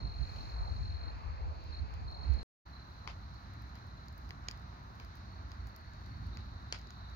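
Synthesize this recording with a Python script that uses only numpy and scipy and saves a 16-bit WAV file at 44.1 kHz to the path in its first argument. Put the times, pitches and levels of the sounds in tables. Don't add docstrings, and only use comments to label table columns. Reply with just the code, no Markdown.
import sys
import numpy as np
from scipy import signal
from scipy.fft import rfft, irfft, next_fast_len
from scipy.io import wavfile
from scipy.ndimage import uniform_filter1d

SR = 44100
rng = np.random.default_rng(int(sys.argv[2]) if len(sys.argv) > 2 else 0)


def ratio(d):
    e = np.asarray(d, float) / 20
    return 10 ** e


def dump(signal):
    limited = np.clip(np.atleast_2d(signal).T, -1, 1)
    pcm = np.round(limited * 32767).astype(np.int16)
    wavfile.write(sys.argv[1], SR, pcm)


N = 315315
T = np.arange(N) / SR

FAR_S, NEAR_S = 2.4306, 2.650
# centre_hz, width_hz, level_db
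SNAP = [(4700, 1200, 0), (6600, 1200, -10), (9600, 900, -23)]
# centre_hz, width_hz, level_db
TICK = [(9800, 440, -1.5), (12540, 1700, -3.5), (14400, 5300, -2.5)]


def unit(x):
    return x / np.sqrt(np.mean(x ** 2))


def at_hz(table, hz):
    table_hz, value = np.transpose(table)
    return np.interp(np.log(hz), np.log(table_hz), value)


def walk(rate):
    hold = int(SR / rate)
    steps = np.repeat(rng.standard_normal(N // hold + 1), hold)
    return unit(uniform_filter1d(uniform_filter1d(steps, hold), hold)[:N])


def sides(pan_db):
    return ratio(np.array([pan_db / 2, -pan_db / 2])).reshape(2, -1)


def ring(x, modes):
    size = 1024
    hz = np.fft.rfftfreq(size, 1 / SR) + 1
    power = 0
    for mid_hz, width_hz, db in modes:
        power = power + ratio(2 * db) / (1 + ((hz - mid_hz ** 2 / hz) / width_hz) ** 2) ** 2
    cepstrum = irfft(np.log(power + 1e-12) / 2)
    cepstrum[1:size // 2] *= 2
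    cepstrum[size // 2 + 1:] = 0
    body = irfft(np.exp(rfft(cepstrum)))[:size // 2]
    return signal.fftconvolve(x, body[None] / np.abs(body).max(), axes=1)[:, :x.shape[1]]


def flames_and_air(heard, colour, alike, lag_s, flames, follow, gust_db, pan_db, flicker_db, roar_flicker_db):
    # pitch_hz, left_minus_right_db
    port_table = [(60, -1), (110, 1.5), (200, -1), (380, 1), (700, 0.5), (1290, -3.5), (2380, 5),
                  (4400, -3.5), (8120, 14.5), (15000, -16.5)]
    # pitch_hz, level_db (per Hz)
    self_noise = [(4880, -55.5), (8300, -25.5), (10400, 1), (11400, -5), (12500, -1.5), (15100, -4.5),
                  (15700, -5.5)]
    roar_shape, hiss_shape, hiss_db, self_db, level_db = colour
    height = np.interp(T, *np.transpose(flames))[heard]
    gust_db, pan_db = gust_db[heard], pan_db[heard]
    roar_db, mid_db, top_db = (share * (height - np.median(height)) for share in follow)
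    roar_db = roar_db + gust_db - np.median(gust_db)

    size = next_fast_len(len(pan_db))
    hz = np.fft.rfftfreq(size, 1 / SR) + 1e-3
    common = np.clip(at_hz(alike, hz), 0, .97)
    late = np.exp(-2j * np.pi * hz * lag_s)
    left, other = rfft(rng.standard_normal((2, N))[:, :size])
    right = common * late * left + np.sqrt(1 - common ** 2) * other

    shape = np.hypot(ratio(at_hz(roar_shape, hz)), ratio(at_hz(hiss_shape, hz) + hiss_db))
    shape = np.hypot(shape, ratio(at_hz(self_noise, hz) + self_db))
    shape /= np.sqrt(1 + common * late.real)
    both = np.array([left, right]) * shape * sides(at_hz(port_table, hz))
    both *= ratio(level_db) / np.sqrt(np.mean(irfft((both[0] + both[1]) / 2, size) ** 2))

    out = np.zeros((2, N))
    for centre_hz in 32 * 2. ** np.arange(10):
        octave = np.clip(1 - abs(np.log2(hz / centre_hz)), 0, 1)
        band = irfft(both * octave, size)[:, :len(pan_db)]
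        low = np.interp(centre_hz, [150, 500], [1, 0])
        high = np.interp(centre_hz, [3000, 8000], [0, 1])
        db = low * roar_db + high * top_db + (1 - low - high) * mid_db
        db = db + (low * roar_flicker_db + (1 - low) * flicker_db) * walk(9)[heard]
        out[:, heard] += band * ratio(db) * (sides(low * pan_db) if low else 1)
    return out


def cracks(shared=0.41, ragged=0.17, pan_db=2.5, bounce=.7, lumpy_db=2.8, dull_db=-3):
    # start_s, snap_db, knock_above_snap_db, knock_hz, echo_db
    large_pockets = [(0.3614, -64.5, 12, 730, -14), (1.939, -59, -3, 800, -31), (2.336, -58, -10, 680, -37),
                     (3.075, -45.5, 9, 1157, -16), (3.754, -60, 5, 960, -16), (4.083, -55.5, -12, 770, -28),
                     (4.2911, -57, -4, 993, -24), (4.3065, -51.5, 7.5, 2130, -37),
                     (4.4848, -35, 1, 2150, -27.5), (4.5113, -46, -7, 2250, -40),
                     (4.999, -55, 8, 1470, -17), (5.517, -53.5, 3, 1230, -21),
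                     (6.3711, -53, 4.5, 2120, -20), (6.7245, -32, 3, 1470, -21.5),
                     (6.7874, -55, 0, 762, -19), (6.9053, -52, 0, 1310, -22)]
    # start_s, snap_db, tick_above_snap_db
    small_pockets = [(1.6394, -67, -9), (2.1136, -64, -19), (3.342, -65, -15), (3.6204, -66, -4),
                     (3.693, -65, -16), (4.126, -66, -6), (4.1784, -61, -3), (4.44, -64, -35),
                     (4.517, -61, -11), (4.5747, -62, -13), (5.048, -59.5, -11), (5.154, -63, -2.5),
                     (5.6706, -55.5, -10), (5.7618, -55, -6), (5.9342, -58, -22), (6.0614, -59, -17),
                     (6.7937, -62, -18), (6.8143, -59, -29), (6.871, -59, -27), (6.9804, -71, -22),
                     (7.099, -63, -19)]
    # centre_hz, width_hz, level_db
    knock_modes = [(450, 450, -5), (900, 800, -3), (2250, 1000, -4), (3200, 1200, -7)]
    large_tick_db = -71.5
    spit_knock_db, spit_knock_hz, spit_echo_db = -7.5, 985, -23
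    split_s = .0016
    echo_start_s, echo_end_s, echo_fade_s = 0.0078, 0.039, 0.069

    size = int(.2 * SR)
    lag = np.arange(size) / SR
    tail = np.exp(-np.clip(lag - echo_end_s, 0, 1) / echo_fade_s * 3.4 - lag / 0.081)
    cloud = np.clip(lag / echo_start_s, 0, 1) * tail
    cloud = cloud * ratio(lumpy_db * np.array([walk(270), walk(300)])[:, :size])

    pockets = [(s, db, knock_db, hz, large_tick_db - db, echo_db)
               for s, db, knock_db, hz, echo_db in large_pockets]
    pockets += [(s, db, spit_knock_db, spit_knock_hz, tick_db, spit_echo_db)
                for s, db, tick_db in small_pockets]
    out = np.zeros((2, N + size))
    for s, db, knock_db, knock_hz, tick_db, echo_db in pockets:
        noise = rng.standard_normal((5, size))
        splinters = shared * noise[0] + (1 - shared) * 1.56 * noise[1:3]
        burst = splinters * np.exp(-lag / split_s) * ragged
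        burst[[0, 1], [0, 7]] += 1
        late = int(SR / knock_hz)
        burst[[0, 1], [late, late + 6]] += bounce
        burst = burst * sides(pan_db)
        echo = ratio(echo_db - 11) * cloud * noise[3:]
        knock = ring(burst + echo, knock_modes + [(knock_hz, 0.5 * knock_hz, -1.5)])
        bright = burst + ratio(dull_db) * echo
        crack = ratio(knock_db) * knock - ring(bright, SNAP) + ratio(tick_db + 7.0) * ring(bright, TICK)
        i = int((s + .0004) * SR)
        out[:, i:i + size] += ratio(db + 3.5) * crack
    return out[:, :N]


def crackle(per_s=60, spread_db=3.5, level_db=-78):
    clicks = (rng.random(N) < per_s / SR) * ratio(level_db + spread_db * rng.exponential(size=N))
    clicks = clicks * sides(3.0 * rng.standard_normal(N))
    return ring(clicks, SNAP) + ratio(-1.5) * ring(clicks, TICK)


def cricket(trill, wing, stroke=.78, uneven_db=1.7, smear_s=.011):
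    bout_edge_s = 0.022
    rate, wing_hz, fall_hz, pan_db, wet_db, swell_db = wing
    cycles = np.cumsum(rate * (1 + .011 * walk(12))) / SR
    part = np.clip(cycles % 1 / stroke, 0, 1)
    size, start, detune = rng.standard_normal((3, N // 500))[:, cycles.astype(int)]
    pitch_hz = wing_hz * (1 + 0.003 * detune) - fall_hz * part ** 2.6
    phase = 2 * np.pi * (np.cumsum(pitch_hz) / SR + start)
    tone = ratio(uneven_db * size) * np.sin(np.pi * part ** 0.85) * np.sin(phase)

    direct = np.array([tone, np.roll(tone, shift=19)])
    lag = np.arange(3000) / SR
    paths = rng.standard_normal((2, len(lag))) * np.exp(-lag / smear_s)
    scatter = signal.fftconvolve(tone[None], paths, axes=1)[:, :N]
    singing = np.zeros(N)
    for on, off, db in trill:
        singing += ratio(db) * np.clip(np.minimum(T - on, off - T) / bout_edge_s + .5, 0, 1)
    song = unit(unit(direct) + ratio(wet_db) * unit(scatter))
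    return song * ratio(swell_db * walk(10)) * singing * sides(pan_db)


def gusts():
    # middle_s, half_length_s, above_calm_db, left_minus_right_db
    gust_table = [(0.047, 0.047, 10, -6), (0.215, .05, 9.5, -13.5), (0.525, 0.29, 4, 2),
                  (0.803, 0.17, 6.5, 5), (1.063, 0.031, 2.5, 8), (1.303, 0.055, 5.5, 4),
                  (1.44, 0.081, 5, 0), (1.717, 0.029, 4.5, -4.5), (1.83, 0.025, 5, -3),
                  (2.028, 0.076, 6, 0.5), (2.331, 0.1, 10, -17), (2.426, .04, 8.5, 1.5)]
    s, half_s, db, pan_db = np.transpose(gust_table)[:, :, None]
    bell = np.exp(-((T - s) / half_s) ** 2)
    return np.max(db * bell, axis=0), np.sum(pan_db * bell, axis=0)


def far_place():
    colour = [(15, -39), (25, -28), (52, 3), (78, 2), (98, -5.5), (162, -18.5), (350, -29), (460, -63.5),
              (770, -120)], [(240, -22), (400, -1.5), (656, -1.5), (724, -0.5), (1330, -5), (1680, -4.5),
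              (2130, -8), (2530, -8), (2970, -20), (3490, -21.5), (4250, -4.5), (5180, -21.5), (6890, -27),
              (7700, -49), (10000, -48.5), (16900, -120)], -28, -67, -43
    # pitch_hz, share (0-1)
    alike = [(60, 0.3), (150, 0.55), (300, 0.22), (700, 1), (1500, 0.49), (3000, 0.49), (6000, 0.47),
             (15000, 0.12)]
    # time_s, height_db
    flames = [
        (0, 3.1),
        (0.12, 1.9),
        (0.31, 6.5),
        (0.601, 4.8),
        (0.86, 1.5),
        (1.391, 0.068),
        (2.43, 0.14),
    ]
    follow = (0.1, 0.29, 1.25)
    # start_s, end_s, level_db
    close_trill = [
        (0, 1.11, -54.5),
        (1.73, 1.8, -52.5),
        (2.075, 2.44, -55.5),
    ]
    faint_trill = [
        (0.2, 1.45, -82),
        (1.45, 3, -78.5),
    ]
    # pulses_per_s, wing_hz, fall_hz, left_minus_right_db, scattered_above_direct_db, swell_db
    close_wing = (45, 4285, 640, -0.5, -1.5, 1.3)
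    faint_wing = (58.5, 4481, 296.5, -11, 4.7, -1)
    heard = slice(0, int(FAR_S * SR))
    fire = flames_and_air(heard, colour, alike, 0.000469, flames, follow, *gusts(),
                          flicker_db=1.7, roar_flicker_db=1.3)
    return fire + cricket(close_trill, close_wing) + cricket(faint_trill, faint_wing)


def near_place():
    colour = [(15, -18), (25, -21.5), (59, 2.5), (86, 0.5), (162, -12), (211, -14.5), (400, -27),
              (520, -57), (880, -120)], [(260, -50), (450, -5.5), (519, -6), (698, -0.5), (777, -1.5),
              (929, -0.5), (1440, -1.5), (1830, -4.5), (3350, -20), (3960, -8.5), (4200, -8.5),
              (5020, -16.5), (6290, -21.5), (7700, -40), (10000, -104), (16900, -120)], -25, -60, -48
    # pitch_hz, share (0-1)
    alike = [(60, 1), (150, 1), (300, 0.79), (700, 0.59), (1500, 0.44), (3000, 0.45), (6000, 0.1),
             (15000, 0.11)]
    # time_s, height_db
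    flames = [(2.67, -55), (2.71, -50), (4.11, -53), (4.15, -55), (4.22, -54), (5.7, -52), (5.8, -56.5),
              (6.1, -50.5), (7.15, -52.5)]
    follow = (0.83, 0.051, 0.12)
    # start_s, end_s, level_db
    slow_trill = [(2.65, 2.73, -73), (2.73, 2.83, -62), (2.83, 3.16, -68.5), (3.16, 3.24, -68),
                  (3.24, 3.65, -69.5), (3.65, 4.15, -69.5), (4.15, 4.41, -72.5)]
    right_trill = [
        (2.65, 3.45, -74),
        (5.08, 5.3, -78),
        (5.3, 7.16, -72),
    ]
    late_trill = [
        (5.5, 6.32, -76.5),
        (6.32, 7.16, -66),
    ]
    # pulses_per_s, wing_hz, fall_hz, left_minus_right_db, scattered_above_direct_db, swell_db
    slow_wing = (32, 4130, 250, 0.9, 3, 1.2)
    right_wing = (41, 4410, 262.5, -7, 1, 1.5)
    late_wing = (47, 4100, 670, 0.5, 1.5, 1.9)
    heard = slice(int(NEAR_S * SR), N)
    licks_db = -1.5 * walk(3.3)
    fire = flames_and_air(heard, colour, alike, 0.000411, flames, follow, licks_db, np.full(N, -1.1),
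                          flicker_db=1.0, roar_flicker_db=1.1)
    crickets = cricket(slow_trill, slow_wing) + cricket(right_trill, right_wing)
    return fire + crickets + cricket(late_trill, late_wing)


def scene():
    # pitch_hz, level_db
    housing = [(20, 0.5), (7000, 3), (7600, 2), (8150, -12), (9000, 7), (9600, 3.5), (22050, 1.5)]
    hz = np.fft.rfftfreq(N, 1 / SR) + 1e-3
    wood = cracks() + crackle() * (T > NEAR_S)
    wood = irfft(rfft(wood) * ratio(at_hz(housing, hz)), N)
    fade_in_s = .016
    fade_in = np.sin(np.pi / 2 * np.clip((T - NEAR_S) / fade_in_s, 0, 1)) ** 2
    cut = np.clip(np.minimum(T / .003, (FAR_S - T) / .00007), 0, 1)
    return (far_place() + wood) * cut + (near_place() + wood) * fade_in


def band_limit(x):
    return signal.sosfilt(signal.butter(12, 16430, fs=SR, output="sos"), x)


def record(dry):
    low_pass = signal.ellip(8, .2, 70, 15800, fs=SR, output="sos")
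    mix = signal.sosfilt(low_pass, dry)
    return band_limit(mix)


dry = scene()
out = record(dry)
dump(out)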